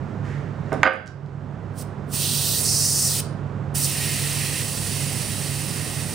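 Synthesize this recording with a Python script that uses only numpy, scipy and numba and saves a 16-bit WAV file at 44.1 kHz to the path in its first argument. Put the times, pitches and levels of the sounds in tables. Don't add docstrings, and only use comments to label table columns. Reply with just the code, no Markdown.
import sys
import numpy as np
from scipy import signal
from scipy.fft import rfft, irfft
from scipy.io import wavfile
from scipy.ndimage import uniform_filter1d
from numba import njit

SR = 44100
rng = np.random.default_rng(int(sys.argv[2]) if len(sys.argv) > 2 else 0)


def output_pcm(signal):
    pcm = np.clip(np.atleast_2d(signal).T, -1, 1) * 32767
    wavfile.write(sys.argv[1], SR, np.round(pcm).astype(np.int16))


N = 270774
TIME = np.arange(N) / SR
FREQS = np.maximum(np.fft.rfftfreq(N, 1 / SR), 1)
SIDES = np.array([[1], [-1]])

# frequency in Hz, relative density in dB per Hz.
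AIR_SPECTRUM = [(25, -23.5), (45, -20.5), (70, -9), (92, -8.5), (145, -1.5), (263, -13), (500, -18),
                (750, -21), (1400, -26), (2500, -40), (4500, -49.5), (8000, -55.5), (10000, -63),
                (16000, -69)]
# frequency in Hz, rms level in dB, unsteadiness from 0 to 1.
HUM_TONES = [(99.6, -36.5, 0.06), (141.35, -34.5, 0.37), (242.8, -52.5, 1), (399.6, -51, 0)]
# fully on in s, stops in s, 60 dB rise time in s, level in dB.
CLOTH_MOVES = [(.08, .11, .9, -57), (.25, .34, 0.072, -46), (0.688, .8, .45, -52)]
# frequency in Hz, relative density in dB per Hz.
CLOTH_SPECTRUM = [(400, -11), (1200, -10), (1800, 1), (2600, -11), (4000, -20.5), (7000, -22.5),
                  (10000, -32), (16000, -40.5)]
# start in s, strength in dB, softness as low-pass in Hz.
WHEEL_CONTACTS = [(0.72, -16.5, 760), (.742, -27.5, 540), (.832, -5.5, 3400), (.853, -3, 1840),
                  (0.8642, -4, 2190), (0.875, -4.5, 2280)]
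# frequency in Hz, relative level in dB, t60 in s.
WHEEL_MODES = [(296, -9, 0.32), (396, -14.5, 0.16), (467, -12, .25), (534, -0.5, 0.225), (624, -3.5, 0.22),
               (762, 4.5, 0.17), (852, -14.5, 0.47), (1050, -9, 0.15), (1180, 3, 0.11), (1240, 4, 0.2),
               (1317, -7.5, 0.29), (1350, -8.5, 0.49), (1464, 4, 0.13), (1516, 6.5, 0.21), (1580, 4, 0.31),
               (1544, -3, 0.23), (1713, -4.5, .25), (1770, -5.5, 0.17), (2130, -18, 0.28),
               (2370, -15, 0.23), (2700, -23.5, 0.45), (2960, -9, .26), (2940, -17.5, 0.24),
               (3252, -15, .3), (4097, -29.5, .22), (4850, -8, 0.38), (7150, -9, .27)]
# start in s, relative level in dB, upper band edge in Hz.
TOOL_TICKS = [(0.7294, -23, 10800), (.741, -30, 9000), (0.936, -24, 10000), (0.958, -31, 10000),
              (1.0612, -26, 6960), (1.07, -24, 7000), (1.077, -22, 7460), (1.262, -37, 6950)]
# fully on in s, shuts in s, 60 dB rise time in s,
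# 60 dB fall time in s, relative level in dB, sag in dB per s (negative grows).
AIR_RELEASES = [(1.785, 1.825, .095, .04, -40, -9), (2.138, 3.204, 0.096, .02, -27.5, -1),
                (3.751, 6.15, 0.021, .02, -25.5, 2.5)]
# frequency in Hz, relative density in dB per Hz.
JET_SPECTRUM = [(500, -14), (1100, -12.5), (1500, -10), (2100, -10), (2600, -7), (3500, -9), (5500, -7),
                (7000, -6.5), (8700, -1), (9700, 1.5), (10300, -3.5), (11000, 1.5), (13000, 1), (14100, 1),
                (16000, -8)]
# frequency in Hz, width in Hz, gain in dB.
STEM_RESONANCES = [(1020, 150, -3), (1550, 180, -4), (1880, 110, 6.5), (2090, 120, 2), (2250, 150, -5),
                   (2700, 350, 1), (3500, 300, -2), (3900, 250, 2), (4540, 260, 4), (5280, 220, 4),
                   (5900, 350, 2), (6870, 200, -3), (7190, 130, 3), (8000, 220, 5), (8340, 130, -4),
                   (8750, 250, 2), (9350, 600, 3), (10220, 250, -4), (10800, 400, 2)]
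# time in s, pitch in Hz, quality factor.
UNSCREWING_GAP = [(2.15, 2720, 0.77), (2.25, 3240, 1.56), (2.55, 3480, 1.4), (2.63, 4500, 0.68),
                  (2.69, 5060, 1.95), (3.07, 5320, 1.65), (3.105, 4070, 1.3), (3.15, 3230, 1.02),
                  (3.2, 2730, 1.1)]
# time in s, pitch in Hz, quality factor.
BLOWING_GAP = [(3.81, 2730, 0.56), (3.845, 5020, 1.1), (3.87, 2040, 0.83), (3.97, 1790, 1.3),
               (4.6, 1880, 1.46), (4.67, 1530, .7), (4.95, 1803, 1.08), (6.14, 1600, 1.3)]
# time in s, shift to the left in dB, gain above 12 kHz in dB.
JET_AIM = [(2.1, -.7, -2.5), (2.55, 0.5, 1.5), (2.63, -1, -4), (3.05, 3, -2), (3.8, 0.5, -3),
           (4.0, 1.5, -4), (5.0, -0.5, -6)]
# delay in s, gain in dB.
EARLY_ECHOES = [(.0033, -28), (.0047, -30.5), (.0071, -20.5), (0.011, -22.5)]
# frequency in Hz, t60 in s.
ROOM_DECAY = [(100, 0.62), (1000, 0.35), (4000, 0.41), (8000, 0.25), (16000, 0.15)]
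# frequency in Hz, left minus right in dB.
STEREO_BALANCE = [(60, -7.5), (200, -8.5), (380, -10.5), (700, -9), (1300, -8), (2400, -6), (4400, -4.5),
                  (8100, -4.5), (15000, -8)]
SQUEEZE_DB_PER_OCTAVE, RESTING_GAP_HZ = 4, 2700


def from_db(db):
    return 10 ** (np.asarray(db) / 20)


def rms_one(x):
    return x / np.sqrt(np.mean(x ** 2) + 1e-20)


def in_time(rows):
    s, *columns = np.transpose(rows)
    return [np.interp(TIME, s, column) for column in columns]


def at_hz(points, hz):
    at, value = np.transpose(points)
    return np.interp(np.log(hz), np.log(at), value)


def butter(x, hz, kind, order=2):
    edges_hz = np.clip(hz, 10, .45 * SR)
    return signal.sosfilt(signal.butter(order, edges_hz, kind, fs=SR, output="sos"), x + 1e-18)


def noise(spectrum_db):
    spectrum = rfft(rng.standard_normal(N)) * from_db(spectrum_db)
    return rms_one(irfft(spectrum, N))


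def drift(corner_hz):
    return noise(-20 * np.log10(1 + (FREQS / corner_hz) ** 2))


def burst(s, t60_s):
    return (TIME >= s) * from_db(-60 * np.abs(TIME - s) / t60_s)


def swell(on_s, off_s, rise_s, fall_s):
    before = np.maximum(on_s - TIME, 0) / rise_s
    after = np.maximum(TIME - off_s, 0) / fall_s
    return from_db(-60 * (before + after))


def workshop(x, wet_db):
    t, tail = TIME[:SR // 2], 0
    edges_hz = np.geomspace(60, 19000, 10)
    for low, high in zip(edges_hz, edges_hz[1:]):
        mid, side = butter(rng.standard_normal((2, len(t))), [low, high], "band")
        t60_s = at_hz(ROOM_DECAY, np.sqrt(low * high))
        tail = tail + (mid + from_db(-3.0) * side * SIDES) * from_db(-60 * t / t60_s)
    response = from_db(wet_db) * rms_one(tail * (t > .004)) / np.sqrt(len(t))
    for delay_s, db in EARLY_ECHOES:
        response[:, round(delay_s * SR)] += from_db(db)
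    return x + signal.fftconvolve(x[None], response, axes=1)[:, :N]


def ventilation(rush_db=-32.5, side_db=-13, rumble_db=-57):
    colour = at_hz(AIR_SPECTRUM, FREQS)
    side_tilt_db = np.clip(3 * np.log2(FREQS / 200), -3, 5)
    rush = noise(colour) + from_db(side_db) * noise(colour + side_tilt_db) * SIDES
    rumble = rms_one(butter(rng.standard_normal((2, N)), [20, 90], "band"))
    hum = 0
    for hz, db, unsteady in HUM_TONES:
        waver = 1 + unsteady * (drift(1.84) + 1j * drift(0.83))
        waver = waver / np.sqrt(1 + 2 * unsteady ** 2)
        carrier = np.exp(2j * np.pi * (hz * TIME + rng.random()))
        hum = hum + np.sqrt(2) * from_db(db) * np.real(waver * carrier)
    return from_db(rush_db) * rush + from_db(rumble_db) * rumble + hum


def rustle(fall_s=0.77):
    motion = sum(from_db(db) * swell(on, off, rise, fall_s) for on, off, rise, db in CLOTH_MOVES)
    return workshop(motion * noise(at_hz(CLOTH_SPECTRUM, FREQS)), wet_db=-5)


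def wheel(ring_db=-11, crack_db=12, crack_t60_s=0.0088, rattle_db=-6.5, rattle_t60_s=0.25,
          thud_db=-6, thud_t60_s=0.32):
    out, t = np.zeros(N), TIME[:SR]
    ring = 0
    for hz, db, t60_s in WHEEL_MODES:
        ring = ring + rng.choice([-1, 1]) * from_db(db - 60 * t / t60_s) * np.sin(2 * np.pi * hz * t)
    crack = sum(from_db(db) * np.cos(2 * np.pi * hz * t) for hz, db in [(1050, -5), (2000, -6)])
    crack = crack * from_db(-60 * t / crack_t60_s)
    for s, db, soft_hz in WHEEL_CONTACTS:
        rattle = rms_one(butter(rng.standard_normal(SR), [900, 2600], "band"))
        rattle = rattle * from_db(-60 * t / rattle_t60_s)
        thud = rms_one(butter(rng.standard_normal(SR), [200, 600], "band"))
        thud = thud * from_db(-60 * t / thud_t60_s)
        blow = from_db(ring_db) * ring + from_db(crack_db) * crack + from_db(rattle_db) * rattle
        thud_gain = from_db(thud_db) * 600 / soft_hz
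        at = round(s * SR)
        out[at:at + SR] += from_db(db) * (butter(blow, soft_hz, "low") + thud_gain * thud)
    return workshop(out, wet_db=-8.5)


def ticks(t60_s=0.0067, gain_db=-7):
    white = rng.standard_normal(N)
    out = np.zeros(N)
    for s, db, top_hz in TOOL_TICKS:
        grain = rms_one(butter(white, [2600, top_hz], "band"))
        out += from_db(db + gain_db) * burst(s, t60_s) * grain
    return workshop(out, wet_db=-5)


def airflow(gap_hz):
    flow = 0
    for on, off, rise, fall, db, sag in AIR_RELEASES:
        level_db = db - sag * np.maximum(TIME - on, 0)
        flow = flow + swell(on, off, rise, fall) * from_db(level_db)
    return flow * from_db(SQUEEZE_DB_PER_OCTAVE * np.log2(gap_hz / RESTING_GAP_HZ))


@njit
def resonant_highpass(x, step, quality):
    out, band, low = np.zeros(len(x)), 0., 0.
    for i in range(len(x)):
        g, loss = step[i], 1 / quality[i]
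        out[i] = (x[i] - (loss + g) * band - low) / (1 + g * (g + loss))
        low += 2 * g * (band + g * out[i])
        band += 2 * g * out[i]
    return out


def jet(colour, gap_hz, quality, lift_db, leak_db=-6.0, level_db=0.5):
    step = np.tan(np.pi * gap_hz / SR)
    past_gap = noise(colour)
    for _ in range(2):
        past_gap = resonant_highpass(past_gap, step, quality)
    hiss = past_gap + from_db(leak_db) * butter(noise(colour), 5100, "low")
    treble = irfft(rfft(hiss) * (FREQS > 12000), N)
    hiss = hiss + (from_db(lift_db) - 1) * treble
    core = np.sqrt(uniform_filter1d(butter(hiss, [7000, 11000], "band") ** 2, size=2000))
    return hiss / core * airflow(gap_hz) * from_db(level_db)


def valve(flutter_db=0.5, spread_db=-12):
    colour = at_hz(JET_SPECTRUM, FREQS)
    for hz, width_hz, db in STEM_RESONANCES:
        colour = colour + db / (1 + (2 * (FREQS - hz) / width_hz) ** 2)
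    gap_hz, quality = in_time(UNSCREWING_GAP + BLOWING_GAP)
    pan_db, lift_db = in_time(JET_AIM)
    flutter = from_db(flutter_db * drift(39))
    centre = workshop(jet(colour, gap_hz, quality, lift_db) * flutter, wet_db=-10.5)
    spread = from_db(spread_db) * jet(colour, gap_hz, quality, lift_db) * SIDES
    return (centre + spread) * from_db(pan_db * SIDES / 2)


def scene():
    both = ventilation() + rustle() + wheel() + ticks() + valve()
    ratio = from_db(at_hz(STEREO_BALANCE, FREQS))
    gains = np.array([2 * ratio, 2 + 0 * ratio]) / (1 + ratio)
    return irfft(rfft(both) * gains, N)


def gain_control(x, threshold_db=-5, release_s=0.4, attack_s=0.0042):
    peak_db = 20 * np.log10(np.abs(x).max(axis=0) + 1e-9)
    excess_db = np.maximum(peak_db - threshold_db, 1e-6)
    held_db = np.exp(np.maximum.accumulate(np.log(excess_db) + TIME / release_s) - TIME / release_s)
    pole = np.exp(-1 / (attack_s * SR))
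    return x * from_db(-signal.lfilter([1 - pole], [1, -pole], held_db))


def record(dry, notch_hz=11950, notch_quality=5, cutoff_hz=15750):
    notch = signal.iirnotch(notch_hz, notch_quality, fs=SR)
    heard = signal.lfilter(*notch, signal.lfilter(*notch, dry))
    limited = np.clip(gain_control(heard), -1, 1)
    return signal.sosfilt(signal.ellip(12, .1, 80, cutoff_hz, fs=SR, output="sos"), limited)


dry = scene()
out = record(dry)
output_pcm(out)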